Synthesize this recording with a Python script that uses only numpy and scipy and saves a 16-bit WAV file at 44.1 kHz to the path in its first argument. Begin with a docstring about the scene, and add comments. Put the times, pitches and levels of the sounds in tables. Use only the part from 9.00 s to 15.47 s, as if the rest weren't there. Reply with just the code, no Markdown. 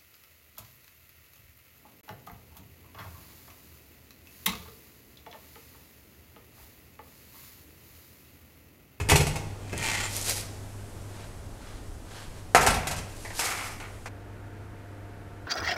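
"""A kitchen with hard cupboards and tiles, the microphone close to a foil-lined steel baking tray.
Jolted loose in the oven, the tray rings, scrapes along its runners and is carried off, fat sizzling,
with apron swishes and soft steps. It clatters onto a metal trivet and grates as it is pushed into place.
Behind it the air and hum of the oven fan fall back with distance. Then the scene changes abruptly
to a running microwave: transformer hum under a cooling fan."""
import sys
import numpy as np
from scipy import signal
from scipy.fft import rfft, irfft
from scipy.io import wavfile
from scipy.ndimage import uniform_filter1d

SR = 44100
rng = np.random.default_rng(int(sys.argv[2]) if len(sys.argv) > 2 else 0)


def transcribe(u):
    """Save the signal u as a 16-bit wav file named by the first command-line argument.

    u: samples, shape (n,) or (channels, n), limited to [-1, 1]; the rate is SR.
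    q: integer samples, one column per channel.
    """
    v = np.clip(np.atleast_2d(u).T, -1, 1)
    q = np.round(v * 32767).astype(np.int16)
    wavfile.write(sys.argv[1], SR, q)


N = 285282
T = np.arange(N) / SR
RING_T = T[:SR]

# tray knocking on the runners, then landing and rocking on the trivet: t/s, ring/dB, crack/dB, thump/dB
OVEN_BLOWS = [(.001, -36, -44, -30.5), (.088, -30.5, -30.5, -30.5), (.097, -25, -26, -28),
              (.104, -26.5, -27.5, -32), (.118, -21, -31, -19.5), (.157, -25, -24, -33),
              (.205, -32, -34, -55), (.268, -36, -36, -35), (.357, -36.5, -40.5, -72),
              (.729, -37, -50, -37)]
TRIVET_BLOWS = [(3.548, -13.5, -24.5, -31.5), (3.5665, -24.5, -33.5, -31.5), (3.6105, -44, -32, -48),
                (3.627, -33, -34, -37), (3.6645, -24, -26.5, -40), (3.672, -22.5, -28.5, -27),
                (3.705, -29.5, -33, -39), (3.742, -40, -35.5, -37.5), (3.871, -35, -33.5, -41),
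                (3.911, -39, -36, -40), (3.923, -39.5, -47, -48), (3.9635, -52, -43.5, -55),
                (3.982, -43.5, -43, -43), (4.392, -33, -32.5, -54)]
# modes of the tray on runners and on trivet, and of hollow cabinet and worktop: f/Hz, level/dB, t60/s
OVEN_MODES = [(408, 4, 0.25), (466, 0.5, 0.33), (697, -3.5, 0.16), (812, -1.5, 0.28), (897, 1.5, 0.43),
              (1364, -18, .2), (1990, -10, 0.093), (2160, -2, 0.12), (2563, -1.5, 0.064),
              (2790, -14.5, 0.11), (2880, -14, .14)]
TRIVET_MODES = [(514, -14, 0.63), (573, -7, 0.64), (620, -32, 0.42), (714, 5, 0.29), (759, 2.5, 0.18),
                (797, -8.5, 0.22), (894, -2, 0.48), (907, -14, 0.25), (1120, -6.5, 0.38),
                (1295, -3.5, 0.08), (1350, -2, 0.48), (1523, -4, 0.23), (1560, -16, .25),
                (1680, -1.5, 0.11), (1800, -12.5, 0.28), (2040, -3, 0.21), (2130, -12, 0.25),
                (2620, -3.5, 0.51)]
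BOX_MODES = [(73.6, 9, 0.2), (149, -1, 0.19), (230.9, -3, 0.32)]
# spectra of a blow (weak sheet modes, hard contact edge, cabinet or worktop below): f/Hz, level/dB
SHEET_COLOUR = [(150, -21), (350, -9.5), (550, -4), (800, -2.5), (1100, -7), (1600, -9), (2200, -5.5),
                (2650, -6.5), (3100, -14), (6000, -41), (15000, -60)]
CRACK_COLOUR = [(1200, -37), (2600, 1.5), (3500, 1), (5400, 1.5), (8000, 2), (12000, -5.5), (14000, -12.5),
                (15500, -25)]
THUMP_COLOUR = [(20, -23), (50, 3), (75, -1.5), (115, -7.5), (150, 3), (190, -4.5), (250, -12), (320, -16),
                (700, -37), (5000, -75)]
# resonances of rim and wire runners as they scrape: f/Hz, width/Hz, level/dB
RUNNER_PEAKS = [(890, 71, 3), (1180, 130, -5), (1445, 110, 0), (1900, 130, 6), (2090, 92, 6.5),
                (2360, 120, 5), (2580, 150, 2), (3060, 180, 1), (4170, 580, -3), (6800, 650, -11),
                (8440, 340, -15)]
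# runner squeals: t/s, f/Hz, level/dB, half length/s
SQUEALS = [(0.968, 1983, -37, 0.022), (1.047, 7140, -34, .012), (1.063, 8750, -41, .012)]
# shoves across the trivet: t/s, level/dB, time to rest/s
SHOVES = [(4.395, -32, 0.47), (4.81, -42.5, 0.21)]
# rubs of underside, foil and mitt: peak t/s, level/dB, rise/s, fall/s
RUBS = [(1.172, -30.5, .05, 0.013), (1.298, -24, .038, 0.021), (1.38, -33.5, 0.024, 0.034),
        (4.24, -46.5, 0.11, 0.034), (4.406, -29, 0.033, 0.089), (4.656, -41, .07, 0.041)]
# friction spectra of runners, rubs and trivet bars: f/Hz, level/dB
RUNNER_COLOUR = [(250, -0.5), (800, -1), (1300, -4), (2200, -6.5), (3500, -5), (5500, -3.5), (7500, 0.5),
                 (9500, -6.5), (13000, -15), (15500, -43)]
SCUFF_COLOUR = [(500, -3), (1100, -9.5), (2200, -5.5), (3200, -6.5), (4500, -3.5), (7000, -3),
                (10000, -4.5), (13500, -12), (15500, -25)]
GRATE_COLOUR = [(200, -12), (330, -2.5), (550, -16), (720, 5), (900, -2), (1250, 4.5), (1600, -2.5),
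                (2200, 3), (2650, -4), (3200, -8.5), (6000, -32)]
# small contacts (rim nudged and let go, foil crinkling, feet on the floor): t/s, level/dB
RIM_TAPS = [(4.249, -40.5), (4.3035, -42.5), (4.801, -42), (5.0585, -40)]
CRINKLES = [(.778, -42.5), (1.166, -37.5), (1.2135, -42), (1.226, -44), (1.296, -33.5)]
FOOTFALLS = [(1.78, -54), (2.39, -43), (2.74, -39.5), (2.88, -37), (3.28, -38), (3.38, -40)]
# their spectra: f/Hz, level/dB
RIM_COLOUR = [(250, -12), (550, .5), (950, 3), (1400, -3), (1850, 1.5), (2400, -3), (3300, -11),
              (8000, -14.5), (12000, -24), (15000, -33)]
CRINKLE_COLOUR = [(3000, -32), (6500, 11), (10500, 10), (15500, -10)]
FOOT_COLOUR = [(25, 3.5), (40, -12), (70, -2), (120, -39), (400, -52)]
# apron swishes: t/s, level/dB, half length/s
SWISHES = [(2.21, -51.5, 0.067), (2.69, -53, 0.088), (3.183, -46.5, 0.064), (3.374, -55, 0.039)]
# spectra of apron cloth and of hot fat and foil: f/Hz, level/dB
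SWISH_COLOUR = [(250, -11), (700, 1), (1500, -2.5), (2600, -6), (4200, -7), (9000, -18), (15000, -45)]
SIZZLE_COLOUR = [(1500, 4), (4000, -5), (8000, 0), (11000, -2.5), (14000, -12), (16000, -40)]
# the open oven's direct sound at the microphone: t/s, level/dB
OVEN_NEARNESS = [(0, -1), (1, -2), (2.1, -6), (2.6, -11.5), (3.4, -9)]
# air spectra of the two fans: f/Hz, level/dB
OVEN_AIR = [(12, -4.5), (20, -1.5), (66, -8.5), (103, -7.5), (132, -13), (367, -16), (470, -19),
            (525, -19.5), (674, -20.5), (1310, -29), (1420, -29.5), (1880, -35), (8380, -42.5),
            (15000, -50)]
MICROWAVE_AIR = [(20, 0.5), (45, 4.5), (110, 0), (160, -5), (430, -5.5), (650, -11.5), (1100, -17.5),
                 (1450, -13), (2200, -20.5), (3400, -29), (5500, -34), (12000, -36.5), (16000, -46)]
# transformer harmonics: multiple of HUM_HZ, level/dB
MICROWAVE_HUM = [(1, -45.5), (3, -58.5), (7, -61), (9, -65)]
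# spectra of the kitchen's dark and bright reverberation: f/Hz, level/dB
ROOM_LOW = [(30, .5), (2000, -9), (6000, -10.5), (16000, -26)]
ROOM_HIGH = [(1500, 5.5), (5000, 2), (16000, 4.5)]

PULL_PEAK_S, LIFT_OFF_S, MICROWAVE_S = .867, 1.068, 5.085
CONTACT_HZ, HARDNESS_DB_PER_OCTAVE = 4300, 10.5  # more crack than ring: a harder, brighter blow
CHATTER_S = .0085  # decay of a loose tray's rebounds
HUM_HZ = 100.4


def blows(rows, modes, sheet_db, sheet_t60, thump_t60, box_db, choke_db, choke_s, pin_db):
    """Close up, each blow rings the tray, cracks and thumps; above pin_db it hardly rebounds."""
    out = np.zeros(N)
    choke = 1 + undb(choke_db) * np.exp(-RING_T / choke_s)  # load and mitt stop the first wide swing
    for s, ring_db, crack_db, thump_db in rows:
        contact_hz = CONTACT_HZ * 2 ** ((crack_db - ring_db) / HARDNESS_DB_PER_OCTAVE)
        chatter_s = CHATTER_S / (1 + undb(ring_db - pin_db) ** 2)
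        clang = tray(modes, sheet_db, sheet_t60) * choke
        box = energy(burst(THUMP_COLOUR, thump_t60)) + undb(box_db) * ring(BOX_MODES, scatter_db=3)
        add(out, s, undb(ring_db) * strike(soften(clang, contact_hz), chatter_s))
        add(out, s, undb(crack_db) * strike(burst(CRACK_COLOUR, t60=.12), chatter_s))
        add(out, s, undb(thump_db) * strike(box * (1 - fade(.0064)), chatter_s))
    return out


def tray(modes, sheet_db, sheet_t60):
    """Strong modes over a crowd of weak ones; a thin sheet radiates little bass."""
    steel = ring(modes, scatter_db=1.9) + undb(sheet_db) * energy(burst(SHEET_COLOUR, sheet_t60))
    return energy(signal.sosfilt(signal.butter(2, 330, "high", fs=SR, output="sos"), steel))


def runner_scrape():
    """The rim scrapes along the runners until it lifts clear; resonances come and go as it travels."""
    force = slips(rate=4000, jerk_db=1.2)
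    rings = np.zeros(N)
    for hz, width, db in RUNNER_PEAKS:
        resonance = unit(signal.lfilter(*signal.iirpeak(hz, hz / width, SR), force))
        rings += undb(db + 1.8 * walk(13.3)) * resonance
    grit = undb(-1.5) * colour(force, RUNNER_COLOUR)
    pull = swell(PULL_PEAK_S, rise_s=.071, fall_s=.27)
    contact = np.exp(-np.maximum(T - LIFT_OFF_S, 0) / .023)
    return undb(-29) * unit(unit(rings) + grit) * pull * contact


def runner_squeals():
    """For a moment the slips lock onto one resonance, wavering in pitch."""
    out = np.zeros(N)
    for s, hz, db, half_s in SQUEALS:
        pitch = hz * (1 + .0364 * walk(300))
        out += undb(db) * bump(s, half_s) * np.sin(2 * np.pi * np.cumsum(pitch) / SR)
    return out


def trivet_grate(attack_s=.021, speed_power=1.44):
    """The base grates over bars that damp its ring; friction brakes each shove evenly."""
    sliding = np.zeros(N)
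    for s, db, length_s in SHOVES:
        speed = np.clip(np.minimum((T - s) / attack_s, 1 - (T - s) / length_s), 0, 1)
        sliding += undb(db) * speed ** speed_power
    return colour(slips(rate=2500, jerk_db=3.5), GRATE_COLOUR) * sliding


def scuff():
    """The fine grit of metal, foil and cloth rubbing."""
    grit = colour(slips(rate=16000, jerk_db=-2.5), SCUFF_COLOUR)
    return grit * sum(undb(db) * swell(s, rise_s, fall_s) for s, db, rise_s, fall_s in RUBS)


def taps(rows, points, t60):
    """Small single contacts of one colour."""
    out = np.zeros(N)
    for s, db in rows:
        add(out, s, undb(db) * strike(burst(points, t60), chatter_s=0))
    return out


def carrying():
    """Fat sizzles in the oven and on the tray; strides swish the apron and rustle the foil; feet thud."""
    strides = sum(undb(db) * bump(s, half_s) for s, db, half_s in SWISHES)
    screen = undb(np.interp(T, [PULL_PEAK_S, LIFT_OFF_S], [-6.5, 0]))  # the tray clears the oven walls
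    fat = np.hypot(undb(-53) * nearness(), undb(-61)) * screen  # the oven recedes, the tray stays close
    foil = undb(-7) * strides
    hiss = colour(rng.standard_normal(N), SIZZLE_COLOUR) * undb(.71 * walk(41.3))
    apron = strides * colour(grains(rate=9000), SWISH_COLOUR)
    feet = soften(taps(FOOTFALLS, FOOT_COLOUR, t60=.13), hz=150)
    return hiss * np.hypot(fat, foil) + apron + feet


def microwave():
    """Transformer hum with odd harmonics under a cooling fan, at a steady distance."""
    hum = sum(undb(db) * mains(multiple) for multiple, db in MICROWAVE_HUM)
    return hum + undb(-46) * colour(rng.standard_normal(N), MICROWAVE_AIR)


def oven_fan():
    """Direct air and hum recede from the microphone; some air is heard all over the kitchen."""
    air = colour(rng.standard_normal(N), OVEN_AIR) * undb(.7 * walk(6))
    near = nearness()
    direct, diffuse = undb(-40.5) * near, undb(-45.5)
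    return air * np.hypot(direct, diffuse) + undb(-38.5) * near * mains(1)


def nearness():
    """Gain of the oven's direct sound as the microphone follows the tray away."""
    return undb(np.interp(T, *np.transpose(OVEN_NEARNESS)))


def mains(multiple):
    """One harmonic of a transformer or motor hum, wavering a little in phase."""
    phase = 2 * np.pi * (multiple * HUM_HZ * T + rng.random())
    return np.sqrt(2) * np.sin(phase + .067 * walk(3.9))


def kitchen(x, wet_db, low_t60, high_t60):
    """Nearby cupboards and tiles answer within a few milliseconds; the treble dies first."""
    reflections = burst(ROOM_LOW, low_t60) + undb(6) * burst(ROOM_HIGH, high_t60)
    onset = np.clip((RING_T - .004) / .0054, 0, 1)
    return x + undb(wet_db) * signal.fftconvolve(x, energy(reflections * onset))[:N]


def strike(response, chatter_s):
    """A contact and its quick rebounds drive a response; rms 1 over the first 30 ms."""
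    t = RING_T[:SR // 10]
    rebounds = (rng.random(len(t)) < 900 / SR) * rng.standard_normal(len(t))
    force = .5 * rebounds * np.exp(-t / max(chatter_s, .0005))
    force[0] = 1
    x = signal.fftconvolve(force, response)
    return x / np.sqrt(np.mean(x[:SR * 3 // 100] ** 2))


def ring(modes, scatter_db):
    """Modes that start together; each point of contact weights them anew."""
    out = np.zeros(SR)
    for hz, db, t60 in modes:
        mode = energy(np.sin(2 * np.pi * hz * RING_T) * fade(t60))
        out += undb(db + scatter_db * rng.standard_normal()) * mode
    return energy(out)


def burst(points, t60):
    """Countless close modes dying together."""
    return colour(rng.standard_normal(SR), points) * fade(t60)


def soften(x, hz):
    """A longer contact barely drives the modes above hz."""
    return signal.sosfilt(signal.butter(2, min(hz, .45 * SR), fs=SR, output="sos"), x)


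def slips(rate, jerk_db):
    """Stick and slip, never even."""
    return grains(rate) * undb(jerk_db * walk(45))


def grains(rate):
    """Tiny slips at random moments, a few larger than the rest."""
    size = undb(2 * np.minimum(rng.exponential(size=N), 4))
    return unit((rng.random(N) < rate / SR) * size * rng.standard_normal(N))


def swell(peak_s, rise_s, fall_s):
    """Gain of one stroke of the hand: it grows to a peak and dies away."""
    return np.exp(-np.maximum((peak_s - T) / rise_s, (T - peak_s) / fall_s))


def bump(s, half_s):
    """Bell-shaped gain around time s."""
    return np.exp(-.5 * ((T - s) / half_s) ** 2)


def fade(t60):
    """Exponential decay, one second long."""
    return np.exp(-np.log(1000) * RING_T / max(t60, .005))


def walk(rate):
    """Random levels that change rate times a second, joined smoothly."""
    hold = int(SR / rate)
    steps = np.repeat(rng.standard_normal(N // hold + 1), hold)
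    return .9 * uniform_filter1d(steps, hold)[:N]


def colour(x, points):
    """Filter by a spectrum of f/Hz, level/dB points; rms 1."""
    hz, db = np.transpose(points)
    f = np.maximum(np.fft.rfftfreq(len(x), 1 / SR), 1)
    skirt = np.minimum(f / hz[0], 1) ** 2
    gain = undb(np.interp(np.log(f), np.log(hz), db))
    return unit(irfft(rfft(x) * skirt * gain, len(x)))


def add(out, s, x):
    """Mix x into out from time s."""
    i = max(int(s * SR), 0)
    out[i:i + len(x)] += x[:N - i]


def undb(db):
    """Decibels to gain."""
    return 10 ** (np.asarray(db) / 20)


def unit(x):
    """Scale to rms 1."""
    return x / np.sqrt(np.mean(x ** 2) + 1e-18)


def energy(x):
    """Scale to total energy 1."""
    return x / np.sqrt(np.sum(x ** 2))


def scene():
    """One microphone follows the tray from oven to trivet; then the microwave takes over."""
    jolt = blows(OVEN_BLOWS, OVEN_MODES, sheet_db=-1, sheet_t60=.29, thump_t60=.25,
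                 box_db=-2.5, choke_db=13.5, choke_s=.014, pin_db=-1)
    landing = blows(TRIVET_BLOWS, TRIVET_MODES, sheet_db=2.5, sheet_t60=.85, thump_t60=.32,
                    box_db=-7, choke_db=10, choke_s=.019, pin_db=-28)
    foil = taps(CRINKLES, CRINKLE_COLOUR, t60=.014)
    leaving_oven = jolt + runner_scrape() + runner_squeals() + foil
    setting_down = landing + trivet_grate() + taps(RIM_TAPS, RIM_COLOUR, t60=.16)
    handling = leaving_oven + scuff() + carrying() + setting_down
    tray_scene = kitchen(handling, wet_db=-7.5, low_t60=.74, high_t60=.44) + oven_fan()
    change = np.clip((T - MICROWAVE_S) / .004, 0, 1)
    return (tray_scene * (1 - change) + microwave() * change)[None]


def record(dry):
    """The microphone signal is capped at full scale and cut above 15.6 kHz."""
    top_cut = signal.ellip(10, .2, 70, 15600, fs=SR, output="sos")
    return signal.sosfilt(top_cut, np.clip(dry, -1, 1))


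dry = scene()
out = record(dry)
transcribe(out)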